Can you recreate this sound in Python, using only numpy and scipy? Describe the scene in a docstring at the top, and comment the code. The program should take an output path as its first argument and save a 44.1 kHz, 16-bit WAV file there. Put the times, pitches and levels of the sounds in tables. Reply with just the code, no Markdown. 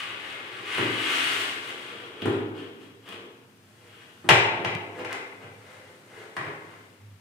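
"""A ringing tiled washroom; a two-port stereo microphone hears more of the walls than of the direct sound.
Grain slides from a plastic bucket onto a heap in a ceramic basin, its colliding kernels ringing the
bucket. Two clumps drop with a thud and the last kernels are shaken out. The bucket is swung upright,
its wire handle slaps its wall and rattles; it is regripped with a rub and a hoot, then set down.
A hand comes to rest on the basin, which drones briefly."""
import sys
import numpy as np
from scipy import signal
from scipy.fft import rfft, irfft
from scipy.io import wavfile

SR = 44100
rng = np.random.default_rng(int(sys.argv[2]) if len(sys.argv) > 2 else 0)


def materialize(psi):
    """Save the field psi as 16-bit PCM at rate SR to the path in sys.argv[1].

    A 1-D psi becomes a single channel; in a 2-D psi each row is a channel.
    """
    bounded = np.clip(np.atleast_2d(psi).T, -1, 1)
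    quanta = np.round(bounded * 32767).astype(np.int16)
    wavfile.write(sys.argv[1], SR, quanta)


N = 317935
TIME = np.arange(N) / SR
FULL_FLOW_DB = -30.5   # the flow that counts as a full stream
# hands sliding on the empty bucket: t/s, level/dB, half-width/s, boom/dB, hiss/dB, hoot/dB, hoot f/Hz
GRIPS = [(3.845, -59, 0.031, 2, 9, -58, 480), (4.607, -42.5, 0.13, 6, -11, -50, 372),
         (4.997, -36.5, 0.026, 0.5, 1.5, -37, 498.6), (5.135, -31, 0.036, -19, -3, -45, 387),
         (5.428, -45, 0.022, -6, -2, -47.5, 497), (5.713, -47, 0.075, -27, 7.5, -54.5, 512),
         (5.88, -52.5, 0.036, -5, 3, -59, 502), (6.19, -43.5, 0.068, -5, 6, -51.5, 446),
         (6.472, -38.5, 0.039, 0, -2, -52.5, 453), (6.73, -48, 0.049, -29, -3.5, -59, 523)]


def from_db(db):
    """Decibels to gain."""
    return 10 ** (np.asarray(db) / 20)


def at_hz(points, hz):
    """Read a table on a log-frequency axis."""
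    f, value = np.transpose(points)
    return np.interp(np.log(np.maximum(hz, 1)), np.log(f), value)


def unit_energy(x):
    """Scale a response so that it passes white noise at the same power."""
    return x / np.sqrt(np.sum(x ** 2, axis=-1, keepdims=True) + 1e-20)


def through(x, response):
    """Convolve; the result is channels x N."""
    return signal.fftconvolve(np.atleast_2d(x), np.atleast_2d(response), axes=-1)[:, :N]


def add(track, s, sound):
    """Lay a sound into a track at time s."""
    start = round(s * SR)
    track[start:start + len(sound)] += sound[:N - start]


def swell(s, rise_s, fall_s):
    """Bell-shaped stroke of height 1 that peaks at time s."""
    return np.exp(-((TIME - s) / np.where(TIME < s, rise_s, fall_s)) ** 2 / 2)


def held(start_s, end_s, fade_s):
    """Fade in, hold at 1 from start to end, fade out."""
    return np.clip(1 + np.minimum(TIME - start_s, end_s - TIME) / fade_s, 0, 1)


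def wander(per_s):
    """Slow drift: random values joined by straight lines."""
    knots = TIME[::SR // per_s]
    return np.interp(TIME, knots, rng.standard_normal(len(knots)))


def colour(spectrum, size=8192):
    """Causal (minimum-phase) response with the given spectrum."""
    gain = from_db(at_hz(spectrum, np.fft.rfftfreq(size, 1 / SR)))
    cepstrum = irfft(np.log(gain))
    cepstrum[1:size // 2] *= 2
    cepstrum[size // 2 + 1:] = 0
    return irfft(np.exp(rfft(cepstrum)))


def ring(x, hz, width_hz):
    """Pass a sound through one resonance."""
    return signal.lfilter(*signal.iirpeak(hz, hz / width_hz, fs=SR), x)


def resonant(x, peaks):
    """Add resonances on top of a sound."""
    return x + sum(from_db(db) * ring(x, hz, width_hz) for hz, width_hz, db in peaks)


def body(spectrum, peaks=()):
    """Response of an object: a broad colour with resonances on it; energy 1."""
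    return unit_energy(resonant(colour(spectrum), peaks))


def voiced(x, boom_db, hiss_db, boom_hz=680, hiss_hz=4600):
    """Split into hollow bass, middle and hiss, and weigh the outer two."""
    def crossover(v, hz, kind):
        sos = signal.butter(2, hz, kind, fs=SR, output="sos")
        return signal.sosfilt(np.vstack([sos, sos]), v + 1e-18)
    boom, upper = crossover(x, boom_hz, "low"), crossover(x, boom_hz, "high")
    middle, hiss = crossover(upper, hiss_hz, "low"), crossover(upper, hiss_hz, "high")
    return from_db(boom_db) * boom + middle + from_db(hiss_db) * hiss


def contacts(per_s, spread_db):
    """Random tiny impacts of uneven size; rms 1."""
    sizes = from_db(spread_db * np.minimum(rng.exponential(1, N), 5)) * rng.choice([-1, 1], N)
    chance = np.clip(per_s / SR, 1e-4, 1)
    return sizes / np.std(sizes) * (rng.random(N) < chance) / np.sqrt(chance)


def chatter(decay_s, size=8192):
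    """A dying run of contacts that excites all frequencies about evenly; energy 1."""
    envelope = np.exp(-TIME[:size] / decay_s)
    burst = rng.standard_normal(size) * envelope
    for _ in range(2):
        flattened = irfft(np.exp(1j * np.angle(rfft(burst))))
        burst = flattened * np.sqrt(envelope)
    return unit_energy(burst)


def room_tone(level_db=-58.5):
    """Quiet rumble, alike at both ports, with unrelated hiss on top."""
    # colour of the quiet room: f/Hz, level/dB
    air = [(30, -33), (60, -48), (100, 1), (150, -10), (220, -7), (330, -22), (460, -29.5), (700, -23),
           (1500, -22), (3200, -27.5), (6000, -33), (15500, -38.5)]
    mid, side = through(rng.standard_normal((2, N)), body(air))
    side = signal.sosfilt(signal.butter(1, 900, "high", fs=SR, output="sos"), side)
    return from_db(level_db) * (mid + side * [[1], [-1]])


def tiled_room(build_s=0.00022, treble_loss_db=-4.5, modes_db=-29.5, size=65536):
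    """Stereo response of the washroom: a diffuse tail that dies band by band, plus long low notes."""
    # reverberation time between the tiles: f/Hz, t60/s
    decay = [(80, 0.1), (180, 1.23), (320, 1.36), (600, 1.12), (1500, 0.84), (3000, 0.83), (5000, 0.6),
             (10000, 0.4), (15000, 0.31)]
    # likeness of the reverberation at the two ports: f/Hz, correlation
    likeness = [(100, 1), (350, 0.64), (700, 0.79), (1300, -0.44), (2500, -0.15), (15000, -0.8)]
    # cavities of bucket and basin, and the lowest room notes: f/Hz, level/dB, t60/s
    modes = [(103.6, 6.5, 1), (116.3, 5, 0.59), (151.6, -2.5, 0.346), (268.5, 1.5, 2.02),
             (315.7, -0.5, 1.5), (354.7, 0.5, 1.03), (374, -1, 1.17), (398, -2, 1.3), (428, -1.5, 0.7),
             (694, -6, 2.6)]
    t, hz = TIME[:size], np.fft.rfftfreq(size, 1 / SR)
    mid, side = rfft(rng.standard_normal((2, size)))
    alike = np.clip(at_hz(likeness, hz), -1, 1)
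    field = np.sqrt(1 + alike) * mid + np.sqrt(1 - alike) * side * [[1], [-1]]
    edges = np.geomspace(40, SR / 2, 20)
    tail = notes = 0
    for low, high in zip(edges, edges[1:]):
        centre = np.sqrt(low * high)
        band = irfft(field * (hz >= low) * (hz < high)) * from_db(-60 * t / at_hz(decay, centre))
        loss = from_db(at_hz([(3000, 0.034), (10000, treble_loss_db)], centre))
        tail += unit_energy(band) * np.sqrt(2 * (high - low) / SR) * loss
    for f, db, t60 in modes:
        note = np.sin(2 * np.pi * f * t) * from_db(-60 * t / t60)
        notes += from_db(db + modes_db) * unit_energy(note)
    return tail * (1 - np.exp(-t / build_s)) + notes


def basin_drone(pitch_hz=101, waver_hz=2.0, level_db=-44, flutter_db=2.0):
    """A hand leaning on the basin makes it drone: one low note, wavering in pitch and level."""
    hz = pitch_hz + waver_hz * wander(per_s=20)
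    gain = from_db(level_db + flutter_db * wander(per_s=30))
    return gain * held(start_s=7.06, end_s=7.13, fade_s=0.059) * np.sin(2 * np.pi * np.cumsum(hz) / SR)


def rubbing(sleeves_db=-59.5):
    """Skin sticks and slips on the plastic at each grip; sleeves add a steady, brighter brush."""
    # colour of the friction: f/Hz, level/dB
    friction = [(50, -22), (85, -21), (110, -15), (275, -4), (400, 0), (693, -6.5), (986, -8), (1500, -7),
                (2040, -12.5), (2970, -17), (5620, -32), (8740, -33), (15500, -48.5)]
    # wall and air resonances of the empty bucket: f/Hz, width/Hz, gain/dB
    empty_bucket = [(445, 84, -15), (2070, 110, 5.5)]
    wall = through(contacts(per_s=3700, spread_db=-1.0), body(friction, empty_bucket))[0]
    skin = sum(voiced(from_db(db) * swell(s, half_s, half_s) * wall, boom_db, hiss_db)
               for s, db, half_s, boom_db, hiss_db, _, _ in GRIPS)
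    cloth = through(contacts(per_s=5600, spread_db=2.5), body(friction))[0]
    arms_moving = held(start_s=3.88, end_s=6.74, fade_s=0.46)
    return skin + from_db(sleeves_db) * arms_moving * voiced(cloth, boom_db=0.5, hiss_db=16.5)


def hoots(width_hz=12.6):
    """Each grip excites one narrow air resonance of the bucket."""
    track = np.zeros(N)
    for s, _, half_s, _, _, db, hz in GRIPS:
        stroke = swell(s, half_s, half_s)
        tone = stroke * ring(rng.standard_normal(N), hz, width_hz)
        track += from_db(db) * unit_energy(tone) * np.linalg.norm(stroke)
    return track


def blows(rows, response, level_db=11.5):
    """Hard, briefly chattering blows on the bucket: the direct sound, and what goes into the room."""
    direct, to_room = np.zeros((2, N))
    for s, db, thump_db, snap_db, chatter_s, room_db in rows:
        blow = from_db(db + level_db) * voiced(chatter(chatter_s), thump_db, snap_db, boom_hz=230)
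        add(direct, s, blow)
        add(to_room, s, from_db(room_db) * blow)
    return through([direct, to_room], response)


def bucket_taps():
    """Taps on the upturned bucket give a low knock with a bright click."""
    # the taps: t/s, level/dB, thump/dB, snap/dB, chatter/s, room/dB
    hits = [(2.2195, -9.5, 3, -8, 0.0035, -0.5), (3.089, -20, -6, 8.5, 0.0016, -2.5)]
    # colour of the tapped plastic: f/Hz, level/dB
    plastic = [(60, -34), (200, 14), (1000, -11.5), (2500, -2), (3200, 3), (4000, -10), (6000, -24),
               (15000, -25)]
    return blows(hits, body(plastic))


def set_down():
    """The bucket's base meets the floor, rings and rocks."""
    # floor contacts: t/s, level/dB, thump/dB, snap/dB, chatter/s, room/dB
    hits = [(6.366, -6.5, -3.5, -1, 0.0032, 0.6), (6.410, -15, -8, -10, 0.0031, -7),
            (6.467, -15, 10, -10, 0.0038, -12)]
    # colour of the base: f/Hz, level/dB
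    base = [(50, -37), (100, 0.5), (150, 11), (230, -10), (350, 0), (600, -6.5), (1100, 3.5), (1400, -2),
            (2000, 1.5), (2700, -10), (4000, -18), (6000, -24), (9000, -25), (15000, -41)]
    # its resonance: f/Hz, width/Hz, gain/dB
    base_ring = [(1950, 170, -11)]
    return blows(hits, body(base, base_ring))


def handle_knocks():
    """The wire handle slaps the bucket's wall and fingers catch the rim, ringing the plastic."""
    # slaps and catches: t/s, level/dB, thump/dB, snap/dB, chatter/s, room/dB
    hits = [(4.2893, 12, -1, 3.5, 0.0077, -1), (4.309, 10.5, 9, -16, 0.0072, -15),
            (4.6475, -3.5, 1.5, -2, 0.0031, 0), (4.751, -11, 24.5, 5, 0.0016, -30),
            (4.990, -23, -41, -4, 0.016, 5), (5.047, -13, -12.5, 1.5, 0.0071, 0),
            (5.111, -18, -13, -7, 0.016, -23), (5.128, -16.5, -29, 16.5, 0.0037, -5),
            (5.425, -34, 12, -15, 0.045, 9)]
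    # colour of the struck wall: f/Hz, level/dB
    plastic = [(40, -27.5), (65, -30), (100, -0.5), (180, -1), (235, -16), (380, -2), (600, -4), (850, 0),
               (1270, 0), (2200, -0.5), (2800, -1.5), (3700, -10.5), (5000, -16), (6000, -19.5),
               (8800, -23.5), (15000, -37.5)]
    # wall modes rung by a hard blow: f/Hz, width/Hz, gain/dB
    wall_modes = [(800, 30, -1.5), (885, 23, 3), (1090, 6.6, -9), (1520, 34, -9), (1585, 11, -35),
                  (2037, 32, 5.5), (2366, 60, 2), (2610, 41, -16)]
    return blows(hits, body(plastic, wall_modes))


def thuds(level_db=11.5):
    """Clumps of grain drop and the bucket bumps the body: a hollow boom with a crunch on top."""
    # soft impacts: t/s, level/dB, crunch/dB, settling/s
    impacts = [(0.781, -1.5, -5, 0.0097), (0.825, -6, -23, 0.054), (2.222, -8.5, -14, 0.0068),
               (2.2558, 0.5, -9, 0.015), (2.275, -3.5, -10.5, 0.068), (2.352, -14.5, -22, 0.028),
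               (4.241, -9, -12.5, 0.13)]
    # colour of a thud: f/Hz, level/dB
    hollow = [(50, -32.5), (80, -22), (104, -5.5), (125, -10.5), (190, -10.5), (270, -1), (330, -1.5),
              (400, 1), (470, -9), (600, -13), (1200, -4.5), (3000, -19), (5500, -37), (9000, -30),
              (15000, -46)]
    track = np.zeros(N)
    for s, db, crunch_db, settle_s in impacts:
        impact = voiced(chatter(settle_s), boom_db=-crunch_db, hiss_db=0)
        add(track, s, from_db(db + crunch_db + level_db) * impact)
    return through(track, body(hollow))[0]


def sliding_grain(flow, trickle_per_s=4000, extra_per_s=22000, draining_s=(1.5, 2.0)):
    """The stronger the flow, the more kernels collide and ring; a trickle stays a fine crackle."""
    # colour of grain on plastic: f/Hz, level/dB
    grain = [(50, -36), (80, -38), (110, -22), (165, -24.5), (250, -18), (420, -10), (620, -15), (1450, -2),
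             (2600, -2.5), (3300, -4.5), (5700, -21.5), (8700, -21), (15000, -35)]
    # ring of kernels striking one another: f/Hz, width/Hz, gain/dB
    kernel_ring = [(2840, 650, -5)]
    # wall and air resonances of the full bucket: f/Hz, width/Hz, gain/dB
    full_bucket = [(1165, 43, 3), (1543, 23, -17), (2135, 79, -1)]
    # the same as it drains: f/Hz, width/Hz, gain/dB
    draining_bucket = [(469, 22, 7.5), (1162, 100, -1.5), (2920, 400, -11.5), (3250, 88, 0)]
    strength = np.clip(flow / from_db(FULL_FLOW_DB), 0, 1)
    kernels = contacts(trickle_per_s + extra_per_s * strength, spread_db=3.5)
    kernels = (1 - strength) * kernels + strength * resonant(kernels, kernel_ring)
    full, draining = through(kernels, [body(grain, full_bucket), body(grain, draining_bucket)])
    bare = np.interp(TIME, draining_s, [0, 1])   # the wall rings more freely as the grain leaves it
    return (1 - bare) * full + bare * draining


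def spurts():
    """Each shake or swing of the bucket sends a few more kernels along its bare wall."""
    # short slides of the last kernels: t/s, level/dB, rise/s, fall/s, boom/dB, hiss/dB
    slides = [(2.279, -43, 0.055, 0.076, 19, -0.5), (2.575, -44, 0.017, 0.066, 13.5, -2),
              (2.831, -53.5, 0.025, 0.043, 15.5, 6), (3.116, -42.5, 0.042, 0.036, 15.5, 2),
              (3.201, -60.5, 0.023, 0.076, 26, 6), (3.99, -53, .12, .1, 3, -7)]
    flows = [from_db(db) * swell(s, rise_s, fall_s) for s, db, rise_s, fall_s, _, _ in slides]
    grain = sliding_grain(sum(flows))
    return sum(voiced(flow * grain, boom_db, hiss_db)
               for flow, (*_, boom_db, hiss_db) in zip(flows, slides))


def pouring(level_db=2.5, run_out_db_per_s=66, boom_db_per_s=1, boom_follows=0.37, spray_db=8.5):
    """The bucket's boom only partly follows the stream, so a trickle sounds hollower than a gush."""
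    # flow of grain over the rim: t/s, level/dB
    stream = [(0.0, -32), (0.02, -36.5), (0.15, -44), (0.3, -40.5), (0.43, -45), (0.62, -43), (0.75, -31),
              (0.92, -35.5), (1.14, -29), (1.41, -34), (1.61, -46.5), (1.7, -40.5), (1.76, -47),
              (1.83, -44), (2.17, -52), (2.2, -49)]
    flow_db = np.interp(TIME, *np.transpose(stream))
    running_out_s = np.maximum(TIME - stream[-1][0], 0)
    flow = from_db(flow_db - run_out_db_per_s * running_out_s)
    emptying_db = 0.5 + boom_db_per_s * TIME   # the boom grows as the bucket empties
    boom_db = emptying_db - (1 - boom_follows) * (flow_db - FULL_FLOW_DB)
    spray = swell(1.45, rise_s=0.3, fall_s=0.3)   # the end of the gush hisses over the heap
    hiss_db = -1.5 + spray_db * spray
    return from_db(level_db) * flow * voiced(sliding_grain(flow), boom_db, hiss_db)


def scene(rustle_direct_db=-4.5, thud_direct_db=-7.0, knock_direct_db=-10.5):
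    """Grain and bucket reach the microphone mostly by way of the tiled walls."""
    rustle = pouring() + spurts() + rubbing() + hoots()
    thud = thuds()
    knock, knock_to_room = handle_knocks() + bucket_taps() + set_down()
    direct = (from_db(rustle_direct_db) * rustle + from_db(thud_direct_db) * thud
              + from_db(knock_direct_db) * knock)
    reverberation = through(rustle + thud + knock_to_room, tiled_room())
    return direct + reverberation + basin_drone() + room_tone()


def record(dry, cutoff_hz=15500):
    """Each microphone port has its own colour; peaks over full scale clip and the top is cut."""
    # balance of the two ports: f/Hz, left minus right/dB
    balance = [(110, -1.5), (700, 0.7), (1300, 1.5), (2400, 6.5), (3200, 5.5), (3900, 2.5), (5000, 2),
               (6900, 3), (8800, -10), (10500, -1.5), (12000, 4), (15000, 2)]
    ports = [colour([(hz, side * db / 2) for hz, db in balance]) for side in (1, -1)]
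    clipped = np.clip(through(dry, ports), -1, 1)
    return signal.sosfilt(signal.ellip(10, .1, 80, cutoff_hz, fs=SR, output="sos"), clipped)


dry = scene()
out = record(dry)
materialize(out)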